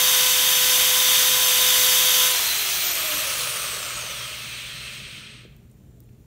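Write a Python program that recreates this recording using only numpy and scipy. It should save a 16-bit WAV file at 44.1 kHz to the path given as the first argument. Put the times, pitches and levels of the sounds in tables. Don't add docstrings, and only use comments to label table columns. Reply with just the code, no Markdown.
import sys
import numpy as np
from scipy import signal
from scipy.fft import rfft, irfft, next_fast_len
from scipy.io import wavfile
from scipy.ndimage import uniform_filter1d, map_coordinates

SR = 44100
rng = np.random.default_rng(int(sys.argv[2]) if len(sys.argv) > 2 else 0)


def voltage_ratio(level):
    return 10 ** (np.asarray(level, float) / 20)


def to_wav(sig):
    pcm = np.clip(np.atleast_2d(sig), -1, 1) * 32767
    pcm = np.round(pcm).astype(np.int16)
    wavfile.write(sys.argv[1], SR, pcm.T)


N = 276057

# (frequency [Hz], density [dB per Hz])
ROOM_COLOUR = [(13, -66), (22, -30.5), (45, -13.5), (75, -11), (120, -15), (170, -11), (215, -14.5),
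               (270, -21), (400, -22.5), (520, -28), (1020, -40), (3000, -44), (6000, -45.5), (15500, -51)]
# (centre [Hz], width [Hz], gain [dB])
ROOM_MODES = [(58, 42, 7), (139, 7.9, 12), (227, 24, 5), (300, 16, 5), (368, 14, 1), (417, 11, 9),
              (4900, 700, -2), (7260, 350, 8), (9000, 900, 3), (14300, 3500, 6.5)]
# (frequency [Hz], t60 [s])
ROOM_T60 = [(200, 0.28), (1500, 0.93), (4000, 0.3), (8000, 0.31), (14000, 0.28)]
# (time [s], length [s], gain [dB])
LULL = (2.7, .6, -2)
RUMBLE_DB, HUM_DB, EARLY_HUM_DB, RECOVER_S, RECOVER_LONG_S = -50, -50, -5, 3.4, .8

# (time [s], peak level [dB], centre [Hz], width [Hz], t60 [s])
TICKS = [
    (5.45, -36, 250, 250, .05),
    (5.5645, -44, 13000, 5000, .004),
    (5.5659, -44, 12000, 8000, .006),
    (5.714, -45, 8900, 1800, .018),
    (5.714, -50, 13000, 6000, .005),
    (6.0035, -36.5, 14000, 8000, .009),
    (6.038, -51, 8900, 1200, 0.018),
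    (6.038, -54, 12000, 5000, .005),
    (6.09, -53, 2000, 2000, 0.023),
]

DRIVEN, OFF_S, DRY, VISCOUS, AIR = 505.3, 2.335, 90.7, .1196, 7.56e-4
UNLOAD_S = 2.27

# (frequency [Hz], density [dB per Hz])
ROAR_COLOUR = [(90, -61.5), (150, -22), (450, -22.5), (620, -16.5), (980, -12.5), (1140, -11.5), (2380, -7),
               (3620, -3), (4090, -8), (6120, -4), (6910, -4), (15500, -7.5)]
# (centre [Hz], width [Hz], gain [dB])
LOADED_BODY = [(2430, 640, -1.5), (3150, 650, 4), (3730, 450, 6), (3918, 170, -7.5), (4650, 290, 4.5),
               (6130, 250, 4), (6920, 300, -8), (7850, 300, 4), (8400, 630, -6.5), (8540, 220, 5),
               (11300, 500, 1), (13000, 300, 0)]
ROAR_DB, DROP_DB_PER_S, DROP_S, FADE_DB_PER_S = -16, 171, 0.043, 70

# (frequency [Hz], density [dB per Hz])
WINDAGE_COLOUR = [(180, -44), (300, -16.0), (421, -13.5), (502, -23.0), (660, -9.0), (881, -8.5),
                  (2760, -2.0), (5080, -1.5), (5780, -2), (14000, -4), (22000, -5)]
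# (centre [Hz], width [Hz], gain [dB])
FREE_BODY = [(653, 110, 2), (1340, 220, 2.1), (2720, 300, 1.3), (3370, 300, 3.2), (4140, 350, 3.6),
             (5990, 400, 2.5), (8050, 320, 1.8), (12440, 300, 1.8)]
# (speed [turns/s], width [turns/s], gain [dB])
WINDAGE_CRITICAL = [(445, 70, 0.5), (257, 120, 2), (163, 36, -11.5), (56, 8, 3.5), (46, 6, -4),
                    (34.7, 8, 5), (15, 20, -13)]
WINDAGE_DB, WINDAGE_DB_PER_HALVING, TAKEOVER_S = -20.5, 8, 0.039
HISS_HZ, HISS_DB_PER_HALVING = 12950, 2.5

# (frequency [Hz], density [dB per Hz])
RUB_COLOUR = [(180, -61), (300, -24), (571, -8), (808, -19.5), (1260, -10.5), (1810, -4.5), (2560, 2.5),
              (4140, -1.5), (7370, -16), (8420, -11.5), (10300, -18.5), (15500, -39)]
# (centre [Hz], width [Hz], gain [dB])
HOUSING = [(610, 170, 3.5), (790, 230, -6.5), (1290, 400, 5.5), (2600, 200, 1.5), (3170, 86, 5.5),
           (4100, 250, 3), (6300, 560, 1), (7700, 300, -3), (8070, 250, 10), (8380, 280, 9.5),
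           (14900, 1500, 3.5)]
# (speed [turns/s], width [turns/s], gain [dB])
RUB_CRITICAL = [(340, 71, 2), (205, 94, -12.5), (70, 33, 1)]
RUB_DB, FILM, FILM_DB, SETTLE_S = -31.5, 21.4, 40.5, 0.22
TAIL_DB, TAIL_S, TAIL_DB_PER_S, SWIRL_HZ, STICK = -53.5, 5.45, 105, 5200, 8.5

# (frequency [Hz], density [dB per Hz])
SHAKE_COLOUR = [(180, -48), (300, -16), (571, -2.5), (808, -15), (1260, 1.5), (1670, -5.5), (2690, 1.5),
                (5050, -3.5), (7500, -11), (8280, -6), (10400, -11.5), (15500, -12.5)]
# (centre [Hz], width [Hz], gain [dB])
SHAKEN_BODY = [(605, 99, 5), (845, 220, 2), (1114, 79, 2), (1294, 150, 1), (2550, 200, 1),
               (4080, 250, -3.5), (6170, 600, 3), (7660, 300, -6), (8030, 280, 7.5), (8300, 300, 9),
               (9950, 400, 6)]
SHAKE_DB, SHAKE_CENTRE, SHAKE_REACH = -30, 247.3, 73.7

# (multiple of shaft speed, level [dB])
LOADED_ORDERS = [(1, -39.5), (2, -40), (3, -43), (4, -43.5), (4.23, -49), (5, -43), (6, -43), (9, -47),
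                 (24, -47.5)]
# (frequency [Hz], level [dB])
UNBALANCE = [(150, -99), (250, -70), (272, -62), (295, -53), (420, -54), (455, -54), (485, -45), (505, -41)]
# (frequency [Hz], level [dB])
TWICE = [(230, -99), (325, -66), (430, -57), (520, -45), (655, -44), (710, -51), (880, -61), (1010, -43)]
# (frequency [Hz], level [dB])
POLE_RESPONSE = [(900, -99), (1900, -64), (2170, -58), (4100, -59), (6900, -53), (7900, -57), (9200, -50),
                 (11200, -55)]
# (frequency [Hz], level [dB])
SLOT_RESPONSE = [(900, -80), (2200, -62), (4400, -59), (5600, -51), (8800, -42), (10100, -38), (12900, -43),
                 (20000, -43)]
# (frequency [Hz], level [dB])
BALL_RESPONSE = [(3000, -70), (3800, -52), (4020, -38), (4300, -40), (4550, -50)]
# (centre [Hz], width [Hz], gain [dB])
SWEPT = [(2600, 300, 14), (3370, 450, 15), (5100, 700, -4), (6350, 500, 4), (8070, 350, 8),
         (14100, 2800, 10.5)]
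POLES, SLOTS, BALLS = 24, 40, 9

# (centre [Hz], width [Hz], gain [dB])
MIC = [(5000, 790, -2.5), (7900, 700, -3), (10340, 770, -5.5)]
# (frequency [Hz], gain [dB])
BAND_EDGE = [(15700, 0), (15770, -18), (15830, -30), (15900, -90)]
FRAME, GRID = 2048, 720
DROP_FROM_S, DROP_TO_S, DROP_ABOVE_HZ, DROP_WIDE_HZ, DROP_NARROWS = 2.895, 3.0, 800, 1100, .7
SPLITS, SPLIT_LO_HZ, SPLIT_HI_HZ, SPLIT_WIDE_HZ = 27, 4300, 14800, 1400


def clock():
    return np.arange(N) / SR


def unit(x):
    return x / np.sqrt(np.mean(x ** 2) + 1e-20)


def along(points, hz):
    f, v = np.transpose(points)
    return np.interp(np.log(hz + 1), np.log(f + 1), v)


def bells(modes, hz):
    return voltage_ratio(sum(db / (1 + (2 * (hz - centre) / width) ** 2) for centre, width, db in modes))


def wobble(rate):
    return map_coordinates(rng.standard_normal(int(N * 400 / SR)), [np.arange(N) * rate / SR])


def filtered(x, response):
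    m = next_fast_len(N + 8192)
    return irfft(rfft(x, m) * response(np.fft.rfftfreq(m, 1 / SR)), m)[..., :N]


def under(x, edge_hz):
    return filtered(x, lambda hz: 1 / (1 + (hz / edge_hz) ** 4))


def rush(spectrum, modes, patchy_db, grit_db):
    z = signal.stft(rng.standard_normal(N), nperseg=512)[2]
    field = uniform_filter1d(rng.standard_normal(z.shape), size=10, axis=0)
    field = uniform_filter1d(field, size=6, axis=1)
    noise = signal.istft(z * voltage_ratio(patchy_db * unit(field)), nperseg=512)[1][:N]
    noise = noise * voltage_ratio(grit_db * wobble(300))
    return unit(filtered(noise, lambda hz: voltage_ratio(along(spectrum, hz)) * bells(modes, hz)))


def room_tone():
    early = 1 / (1 + np.exp((clock() - RECOVER_S) / (RECOVER_LONG_S / 4)))
    hum_gain = voltage_ratio(HUM_DB + EARLY_HUM_DB * early + 2.2 * wobble(10))
    hum = hum_gain * np.sin(2 * np.pi * 120 * clock())
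    rumble = voltage_ratio(RUMBLE_DB) * rush(ROOM_COLOUR, ROOM_MODES, patchy_db=0.8, grit_db=.5)
    return bells([LULL], clock()) * (hum + rumble)


def echo(x):
    hz, t, z = signal.stft(rng.standard_normal(SR), SR, nperseg=256)
    decay = voltage_ratio(-60 * t / along(ROOM_T60, hz)[:, None])
    tail = signal.istft(z * decay, SR, nperseg=256)[1]
    return signal.fftconvolve(x, tail / np.linalg.norm(tail))[:N]


def ticks():
    out, t = np.zeros(N + SR), np.arange(4096) / SR
    hz = np.fft.rfftfreq(len(t), 1 / SR)
    for s, db, centre_hz, width_hz, t60 in TICKS:
        band = np.exp(-((hz - centre_hz) / width_hz) ** 2)
        burst = unit(irfft(rfft(rng.standard_normal(len(t))) * band))
        attack = np.minimum(t / 0.00053, 1)
        burst = voltage_ratio(-60 * t / t60) * burst * attack
        out[round(s * SR):][:len(t)] += voltage_ratio(db - 3.5) * burst / np.abs(burst).max()
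    return out[:N]


def speed():
    shift = VISCOUS / (2 * AIR)
    scale = np.sqrt(DRY / AIR - shift ** 2)
    coasting = np.maximum(clock() - OFF_S, 0)
    angle = np.arctan((DRIVEN + shift) / scale) - AIR * scale * coasting
    return np.maximum(scale * np.tan(angle) - shift, 0)


def unloaded():
    return np.maximum(clock() - UNLOAD_S, 0)


def roar():
    free = unloaded()
    level_db = ROAR_DB - DROP_DB_PER_S * np.minimum(free, DROP_S)
    level_db = level_db - FADE_DB_PER_S * np.maximum(free - DROP_S, 0)
    return voltage_ratio(level_db + .4 * wobble(8.72)) * rush(ROAR_COLOUR, LOADED_BODY, patchy_db=0.3, grit_db=0.2)


def windage():
    turns = speed() + 1e-3
    doublings = np.log2(turns / DRIVEN)
    level = np.minimum(unloaded() / TAKEOVER_S, 1) * voltage_ratio(WINDAGE_DB + WINDAGE_DB_PER_HALVING * doublings)
    level = level * bells(WINDAGE_CRITICAL, turns)
    air = voltage_ratio(0.22 * wobble(14)) * rush(WINDAGE_COLOUR, FREE_BODY, patchy_db=1.5, grit_db=0.3)
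    body = filtered(air, lambda hz: 1 - np.exp(-((hz - HISS_HZ) / 2300) ** 2))
    hiss = voltage_ratio(HISS_DB_PER_HALVING * np.maximum(doublings, -2.2)) * (air - body)
    return level * (body + hiss)


def housing_shake():
    level_db = SHAKE_DB - ((speed() + 1e-3 - SHAKE_CENTRE) / SHAKE_REACH) ** 4
    return voltage_ratio(level_db + 0.66 * wobble(30)) * rush(SHAKE_COLOUR, SHAKEN_BODY, patchy_db=1.5, grit_db=1.3)


def bearing_rub():
    turns, free = speed() + 1e-3, unloaded()
    level = voltage_ratio(RUB_DB + FILM_DB * np.log10(turns / (turns + FILM))) * bells(RUB_CRITICAL, turns)
    level = np.minimum(free / SETTLE_S, 1) * level * np.clip(2 * turns / STICK - 1, 0, 1)
    dying = (free > 0) * voltage_ratio(TAIL_DB - TAIL_DB_PER_S * np.maximum(clock() - TAIL_S, 0))
    scrape = voltage_ratio(0.33 * wobble(28)) * rush(RUB_COLOUR, HOUSING, patchy_db=0.7, grit_db=-0.1)
    return level * scrape + dying * under(np.roll(scrape, SR), SWIRL_HZ)


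def shaft_order(multiple, flutter_db, rate):
    angle = 2 * np.pi * np.cumsum(speed()) / SR
    sine = np.sin(multiple * angle + rng.uniform(0, 2 * np.pi))
    return np.sqrt(2) * voltage_ratio(flutter_db * wobble(rate)) * sine


def smear(spread):
    return unit(1 + spread * wobble(330))


def swept(response, hz):
    return voltage_ratio(along(response, hz)) * bells(SWEPT, hz)


def whine():
    turns = speed()
    power = np.clip((2.4 - clock()) / 0.057, 0, 1)
    driven = power * sum(voltage_ratio(db) * shaft_order(k, flutter_db=1.2, rate=25) for k, db in LOADED_ORDERS)
    low = voltage_ratio(along(UNBALANCE, turns)) * shaft_order(1, flutter_db=1.8, rate=25)
    low += voltage_ratio(along(TWICE, 2 * turns)) * shaft_order(2, flutter_db=2, rate=30)
    poles = swept(POLE_RESPONSE, POLES * turns) * smear(spread=1.2)
    slots = voltage_ratio(1.5) * swept(SLOT_RESPONSE, SLOTS * turns) * smear(spread=.7)
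    balls = voltage_ratio(along(BALL_RESPONSE, BALLS * turns)) * smear(spread=1.2)
    high = poles * shaft_order(POLES, flutter_db=1.5, rate=30)
    high += slots * shaft_order(SLOTS, flutter_db=1.5, rate=40)
    high += balls * shaft_order(BALLS, flutter_db=2, rate=30)
    return driven, (1 - power) * low, (1 - power) * high


def scene():
    driven, low, high = whine()
    noise = roar() + windage() + bearing_rub() + housing_shake()
    taps = ticks()
    wet = echo(voltage_ratio(-13) * low + voltage_ratio(-.7) * high + voltage_ratio(-13) * noise + voltage_ratio(-16) * taps)
    mono = driven + low + high + noise + taps + wet + room_tone()
    return np.array([mono, mono])


def band_frames(x, rows, window):
    out, padded = np.zeros(N + 2 * FRAME), np.pad(x, FRAME, "reflect")
    hz = np.fft.rfftfreq(FRAME, 1 / SR)
    for s, lo_hz, hi_hz in rows:
        start = round(s * SR) + FRAME // 2
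        spectrum = rfft(padded[start:start + FRAME])
        out[start:start + FRAME] += window * irfft(spectrum * (hz > lo_hz) * (hz < hi_hz))
    return out[FRAME:FRAME + N]


def missing_band(mono):
    whistle_hz = SLOTS * speed()
    for k, s in enumerate(np.arange(DROP_FROM_S, DROP_TO_S, FRAME / 2 / SR)):
        lo_hz = whistle_hz[round(s * SR)] + DROP_ABOVE_HZ
        row = (s, lo_hz, lo_hz + DROP_WIDE_HZ * DROP_NARROWS ** k)
        mono = mono - band_frames(mono, [row], signal.windows.tukey(FRAME, .7))
    return mono


def split_bands(mono):
    when, where = rng.random((SPLITS, 2)).T
    s = N / SR * ((np.arange(SPLITS) + when) / SPLITS) ** 1.3
    s = (GRID + FRAME / 2 * np.floor(2 * s * SR / FRAME)) / SR
    lo_hz = SPLIT_LO_HZ * (SPLIT_HI_HZ / SPLIT_LO_HZ) ** where
    rows = zip(s, lo_hz, lo_hz + SPLIT_WIDE_HZ)
    return voltage_ratio(-4.5) * band_frames(np.roll(mono, FRAME), rows, signal.windows.tukey(FRAME, .9))


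def low_pass(x):
    return signal.sosfilt(signal.butter(12, 17010, fs=SR, output="sos"), x)


def record(dry):
    mono = filtered(dry[0], lambda hz: bells(MIC, hz) * voltage_ratio(along(BAND_EDGE, hz)))
    mono = missing_band(mono)
    side = split_bands(mono)
    return low_pass(np.array([mono + side, mono - side]))


dry = scene()
out = record(dry)
to_wav(out)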